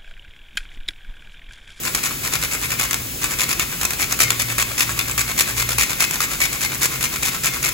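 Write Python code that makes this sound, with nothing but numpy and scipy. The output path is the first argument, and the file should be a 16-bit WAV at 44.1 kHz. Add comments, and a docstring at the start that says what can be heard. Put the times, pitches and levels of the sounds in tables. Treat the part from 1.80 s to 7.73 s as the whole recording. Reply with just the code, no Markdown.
"""A whole nutmeg rubbed quickly to and fro on a small hand-held steel grater, close up in a kitchen.
The teeth bite off dry crumbs in short bursts, now and then snag hard, and set the plate ringing.
Short echoes come off a pan, longer ones off the room. Underneath lie a low rumble, a steady hiss
and a wavering hum. The microphone has two closely spaced ports, left and right."""
import sys
import numpy as np
from scipy import signal
from scipy.fft import rfft, irfft, next_fast_len
from scipy.io import wavfile

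SR = 44100
rng = np.random.default_rng(int(sys.argv[2]) if len(sys.argv) > 2 else 0)


def bounce(signal):
    """Save signal as a 16-bit WAV file at the path given by the first command-line argument."""
    frames = np.transpose(np.atleast_2d(signal))
    limited = np.clip(frames, -1, 1)
    pcm = np.round(limited * 32767).astype(np.int16)
    wavfile.write(sys.argv[1], SR, pcm)


N = 261712
TIME = np.arange(N) / SR
SIZE = next_fast_len(N + SR)
HZ = np.maximum(np.arange(SIZE // 2 + 1) * SR / SIZE, 1)


def from_db(db):
    """Decibels to gain."""
    return 10 ** (np.asarray(db) / 20)


def rms_one(x):
    """Scale to rms 1."""
    return x / np.sqrt(np.mean(x ** 2) + 1e-20)


def over_hz(points):
    """A table read at every frequency, on a log axis."""
    hz, value = np.transpose(points)
    return np.interp(np.log(HZ), np.log(hz), value)


def filtered(x, response):
    """Apply a frequency response."""
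    return irfft(rfft(x, SIZE) * response, SIZE)[..., :N]


def coloured(x, spectrum, low=0, high=SR):
    """Give x a spectrum between two edges; rms 1."""
    return rms_one(filtered(x, from_db(over_hz(spectrum)) * (HZ >= low) * (HZ < high)))


def drift(per_s):
    """A random wander of rms 1, taking per_s new values a second."""
    knots = rng.standard_normal(int(per_s * N / SR) + 2)
    return rms_one(np.interp(TIME * per_s, np.arange(len(knots)), knots))


# Low end of the kitchen's background: frequency_hz, density_db
RUMBLE_SPECTRUM = [(20, -30), (33, -28), (47, -0.5), (64, -2), (90, -7.5), (130, -2), (165, -4),
                   (190, -8.5), (240, -7.5), (320, -10.5), (500, -17), (900, -33), (2000, -26)]

def rumble(level_db):
    """Deep, steady noise under the whole scene."""
    return from_db(level_db) * coloured(rng.standard_normal((2, N)), RUMBLE_SPECTRUM)


# Hiss at the microphone: frequency_hz, density_db
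HISS_SPECTRUM = [(300, 3.5), (1000, -5), (2500, 3.5), (4500, -1.5), (8000, 4), (11000, 1), (13000, 6.5),
                 (15500, 3)]

def hiss(level_db):
    """Broad, steady noise reaching high into the treble."""
    return from_db(level_db) * coloured(rng.standard_normal((2, N)), HISS_SPECTRUM)


# The hand's rubs to and fro, about five a second; a force of 0 dB is an ordinary stroke:
# start_s, push_length_s, push_force_db, return_after_s, return_force_db
RUBS = [(.034, .058, -2.5, 0.11, -2.5), (.231, .043, 2, 0.051, -12.5), (.432, 0.047, -3, 0.085, 1),
        (0.614, 0.041, 0, 0.097, -1), (.814, 0.048, -1, 0.083, -2), (.988, 0.069, 0.5, 0.12, -12),
        (1.416, 0.051, -1.5, 0.079, -3.5), (1.587, 0.057, 2.5, 0.1, 1), (1.794, 0.039, 1, 0.11, -15),
        (2.004, 0.052, -4.5, 0.095, -7.5), (2.191, 0.053, 3, .11, -3), (2.399, 0.04, 9, 0.084, -7),
        (2.594, 0.032, 4, 0.088, -4), (2.78, 0.048, 3.5, 0.11, -23), (2.978, .054, 6, 0.1, -5.5),
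        (3.173, 0.052, -4, 0.1, -6), (3.377, .041, 4.5, 0.096, -5), (3.577, 0.045, 7.5, 0.093, -4.5),
        (3.766, 0.061, 2.5, .12, -0.5), (3.981, .057, 6.5, .107, -3), (4.197, 0.051, 4.5, 0.12, -2),
        (4.403, 0.048, 3, 0.1, -1.5), (4.603, 0.057, 5, 0.11, -5.5), (4.807, 0.052, 2.5, .103, -6.5),
        (5.011, 0.053, 4.5, 0.1, -5.5), (5.208, 0.056, 3.5, .113, -4.5), (5.424, 0.072, 2.5, 0.095, -6),
        (5.634, .051, 5, 0.095, -8), (5.826, 0.07, 2, 0.094, -9.5)]

def strokes(return_length_s=0.047):
    """Every rub is a push and a mostly lighter return: rows of start_s, length_s, force_db."""
    pushes = [(start, length, db) for start, length, db, _, _ in RUBS]
    returns = [(start + turn, return_length_s, db) for start, _, _, turn, db in RUBS]
    return np.array(pushes + returns)


def pressure(force_share, slide_db, grip_s=0.0078, release_s=0.0048, arch_db=3.0, slide_s=0.043):
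    """The nut slides in lightly, grips, bites hardest midway and lets go at the turn."""
    power = np.zeros(N)
    for start, length, force_db in strokes():
        near = (TIME > start - .15) & (TIME < start + length + .15)
        t = TIME[near] - start
        arch = np.sin(np.pi * np.clip(t / length, 0, 1)) - 1
        grip = .5 + .5 * np.tanh(t / grip_s)
        release = np.exp(-np.maximum(t - length, 0) / release_s)
        bite = from_db(force_share * force_db + arch_db * arch) * grip * release
        slide = from_db(slide_db) * np.exp(-((t - length / 2) / slide_s) ** 2)
        power[near] += bite ** 2 + slide ** 2
    return np.sqrt(power)


def teeth(per_s, jitter):
    """Samples at which the nut meets the next row of teeth."""
    gaps = np.exp(jitter * rng.standard_normal(N // 100))
    at = np.cumsum(gaps) * SR / per_s
    return at[at < N].astype(int)


def fractures(per_s, spread_db):
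    """Dense tiny cracks of uneven size, radiated along two paths."""
    cracking = rng.random(N) < per_s / SR
    sizes = from_db(spread_db * rng.standard_normal(N).clip(-2, 2))
    return cracking * sizes * rng.standard_normal((2, N))


def bursts(clicks, rise_s):
    """Each click swells to its own height in rise_s, then dies away."""
    r = np.exp(-1 / (rise_s * SR))
    return signal.lfilter([0, np.e * r / (rise_s * SR)], [1, -2 * r, r * r], clicks + 1e-18)


# Dry nut crumbling on steel, heard close: frequency_hz, density_db
CRUMBLE_SPECTRUM = [(300, -6.5), (700, -8), (880, -8.5), (1050, -2), (1400, -0.5), (1800, -2), (2400, 3.5),
                    (3000, -5.5), (4500, -4.5), (5600, -2), (6900, 0.5), (9500, -3), (12000, -3),
                    (16000, -9)]
# Its three registers, body, rasp and fizz: low_hz, high_hz
REGISTERS = [(250, 1800), (1800, 5000), (5000, 17000)]

def grating(levels_db, force_shares, slides_db, rub=0.72, bite_spread_db=3.5, colour_spread_db=2.0):
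    """Cracks burst at each row of teeth over a steadier rub; force raises rasp and fizz the most."""
    at = teeth(per_s=105, jitter=.35)
    depth_db = bite_spread_db * rng.standard_normal(len(at)).clip(-1.5, 1.5)
    cracks = fractures(per_s=14000, spread_db=1.5)
    out = 0
    for (low, high), level_db, share, slide_db in zip(REGISTERS, levels_db, force_shares, slides_db):
        bites = np.zeros(N)
        bites[at] = from_db(depth_db + colour_spread_db * rng.standard_normal(len(at)))
        cutting = rms_one(rub + bursts(bites, rise_s=0.0011))
        force = from_db(level_db) * pressure(share, slide_db)
        out += force * cutting * coloured(cracks, CRUMBLE_SPECTRUM, low, high)
    return out


# Modes of the steel plate, damped by the hand: pitch_hz, width_hz, level_db
PLATE_MODES = [(1020, 160, -8.5), (1450, 110, -9.5), (1507, 28, -8), (1834, 35, -0.5), (2138, 9, 8),
               (2208, 51, 1.5), (2378, 32, -7.5), (2565, 35, -0.5), (3536, 61, -1.5), (3710, 180, -5),
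               (4370, 68, -19), (6320, 86, -16), (6970, 180, -15), (7800, 240, -5.5)]

def plate(nut, shift_db):
    """The steel rings in its modes; each is fed more or less as the nut crosses its nodes."""
    out = 0
    for k, (hz, width_hz, level_db) in enumerate(PLATE_MODES):
        swing_db = shift_db * np.sqrt(hz / 2500)   # higher modes have more nodes
        fed = nut * from_db(level_db + swing_db * drift(35).clip(-1.5, 1.5))
        r = np.exp(-np.pi * width_hz / SR)
        gain = (1 - r * r) / 2
        feedback = [1, -2 * r * np.cos(2 * np.pi * hz / SR), r * r]
        out += (-1) ** k * signal.lfilter([gain, 0, -gain], feedback, fed)
    return out[::-1]   # the plate radiates along other paths than the nut


def reflections(x, t60_s, delay_s, wall_hz, patterns=3):
    """A dying cloud of echoes, duller above wall_hz; the moving hands keep changing its pattern."""
    weights = np.array([drift(18) for _ in range(patterns)])
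    decay = from_db(-60 * np.minimum(TIME / t60_s, 5)) * (TIME > delay_s)
    spectrum = 0
    for weight in weights / np.linalg.norm(weights, axis=0):
        echoes = rng.standard_normal((2, N)) * decay / np.linalg.norm(decay)
        spectrum += rfft(x * weight, SIZE) * rfft(echoes, SIZE)
    return irfft(spectrum / (1 + 1j * HZ / wall_hz), SIZE)[:, :N]


def catches(first_db, later_db, force_share, spread_db, per_stroke):
    """Teeth catch lightly as each push sets in and along every stroke: rows of start_s, level_db."""
    first = [(start, first_db + force_share * db) for start, _, db, _, _ in RUBS]
    start, length, force_db = strokes().T[:, :, None]
    slots = np.arange(per_stroke) + rng.uniform(.2, .8, (len(start), per_stroke))
    when = start + length * slots / per_stroke
    scatter_db = spread_db * rng.standard_normal(when.shape).clip(-1.5, 1.5)
    level_db = later_db + force_share * force_db + scatter_db
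    later = np.column_stack([when.ravel(), level_db.ravel()])
    rows = np.vstack([first, later])
    return rows[rows[:, 0] < TIME[-1]]


def stalling(snags_s, depth, hold_s):
    """Just before a snag breaks, the tooth holds the nut and the rubbing dips."""
    held = np.zeros(N)
    held[((snags_s - hold_s / 2) * SR).astype(int)] = 1
    window = np.hanning(2 * int(hold_s * SR) + 1)
    return 1 - np.clip(depth * signal.fftconvolve(held, window, "same"), 0, .9)


# A tooth snags hard and breaks free, close to the microphone: start_s, level_db
HARD_SNAGS = [(.148, -11), (.918, -16.5), (0.996, -13.5), (1.109, -14), (1.13, -15.5), (1.142, -14.5),
              (1.441, -12), (1.691, -16), (1.795, -13), (2.012, -16.5), (2.031, -17), (2.051, -11),
              (2.106, -14), (2.133, -17), (2.323, -12), (2.39, -15), (2.403, -6), (2.414, -17),
              (2.504, -7.5), (2.597, -14), (2.782, -15), (3.006, -11), (3.191, -13.5), (3.378, -15.5),
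              (3.606, -11.5), (3.89, -13), (3.983, -12.5), (4.204, -7), (4.222, -12), (4.309, -13.5),
              (4.404, -15), (4.603, -16.5), (5.239, -14.5), (5.657, -16)]

def snagging(rubbing, light_snags, gain_db, colour_spread_db):
    """Each snag, light or hard, stalls the rubbing, then tears out a larger crumb in one sharp burst."""
    when, snag_db = np.vstack([light_snags, HARD_SNAGS]).T
    cracks = coloured(fractures(per_s=36000, spread_db=0.0), CRUMBLE_SPECTRUM)
    colours_db = colour_spread_db * rng.standard_normal((len(when), len(REGISTERS)))
    out = rubbing * stalling(when, depth=0.3, hold_s=0.0062)
    for (low, high), colour_db in zip(REGISTERS, colours_db.T):
        clicks = np.zeros(N)
        clicks[(when * SR).astype(int)] = from_db(snag_db + gain_db + colour_db)
        out += bursts(clicks, rise_s=0.0013) * filtered(cracks, (HZ >= low) * (HZ < high))
    return out


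# Swells of a low hum behind the grater: start_s, end_s, pitch_hz, fundamental_db, octave_db
HUM_SWELLS = [(.4, 2.3, 59.5, -52, -41), (2.45, 2.9, 58.7, -40, -35), (3.05, 3.52, 58.2, -36, -35),
              (3.7, 4.04, 58.7, -34, -33.5), (4.801, 6.3, 65.6, -64, -40.5)]

def hum(waver_db, waver_hz, fade_s):
    """A low hum and its octave swell, waver and fade, the same in both channels."""
    bend_hz = waver_hz * drift(4.97)
    waver = from_db(waver_db * np.array([drift(6.94), drift(7)]))
    out = 0
    for start, end, hz, fundamental_db, octave_db in HUM_SWELLS:
        swell = (np.tanh((TIME - start) / fade_s) - np.tanh((TIME - end) / fade_s)) / 2
        phase = 2 * np.pi * np.cumsum(hz + bend_hz) / SR
        fundamental = from_db(fundamental_db) * waver[0] * np.sin(phase)
        octave = from_db(octave_db) * waver[1] * np.sin(2 * phase)
        out += swell * (fundamental + octave)
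    return out


# How alike left and right sound; the top treble is nearly the same in both: frequency_hz, likeness
STEREO_LIKENESS = [(100, .88), (250, .62), (600, .33), (1100, .78), (1600, .58), (2200, .5), (3600, .6),
                   (5500, .3), (6300, .45), (6800, .9), (8000, .82), (8800, .985)]
# How much louder the left is: frequency_hz, balance_db
STEREO_BALANCE = [(200, -.3), (700, 2.2), (1050, 2.3), (1500, -1.2), (2000, 2), (2300, 7), (3000, 4.2),
                  (4500, 4.8), (6300, 6), (6900, 1.5), (8500, 0)]
# How far the left leads in phase: frequency_hz, lead_rad
STEREO_LEAD = [(400, 0), (1200, .6), (1900, 1.5), (2250, 2.6), (2900, 1.3), (4300, 0), (5400, -2),
               (6000, -5.4), (6800, -6.25), (16000, -19.9)]

def stereo(paths):
    """Two paths blend into left and right; in the treble the left hears the grater a little later."""
    alike = np.clip(over_hz(STEREO_LIKENESS), 0, .999)
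    balance_db = over_hz(STEREO_BALANCE)
    lead_rad = np.interp(HZ, *np.transpose(STEREO_LEAD))
    common, apart = rfft(paths, SIZE) * np.sqrt([(1 + alike) / 2, (1 - alike) / 2])
    left = (common + apart) * from_db(balance_db / 2) * np.exp(1j * lead_rad)
    right = (common - apart) * from_db(-balance_db / 2)
    return irfft([left, right], SIZE)[:, :N]


def scene():
    """The grater up close, its echoes off pan and kitchen, and the background, in stereo."""
    light_snags = catches(first_db=-24.5, later_db=-21, force_share=0.68, spread_db=2.0, per_stroke=2)
    rubbing = grating(levels_db=[-31, -26.8, -23.5], force_shares=[.35, .95, 1.05],
                      slides_db=[-10, -9, -13])   # each list: body, rasp, fizz
    nut = snagging(rubbing, light_snags, gain_db=1.0, colour_spread_db=1.1)
    grater = nut + plate(nut, shift_db=5.5)
    pan = from_db(-8.0) * reflections(grater, t60_s=0.11, delay_s=0.001, wall_hz=6950)
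    kitchen = from_db(-7.5) * reflections(grater, t60_s=0.71, delay_s=0.012, wall_hz=5300)
    background = rumble(level_db=-34.0) + hiss(level_db=-28.0)
    return stereo(grater + pan + kitchen + background) + hum(waver_db=3.0, waver_hz=0.37, fade_s=0.041)


def record(dry, ceiling=1.5, cutoff_hz=15950):
    """The tallest peaks are rounded and the top of the treble is cut steeply."""
    rounded = ceiling * np.tanh(dry / ceiling)
    return filtered(rounded, 1 / np.sqrt(1 + (HZ / cutoff_hz) ** 300))


dry = scene()
out = record(dry)
bounce(out)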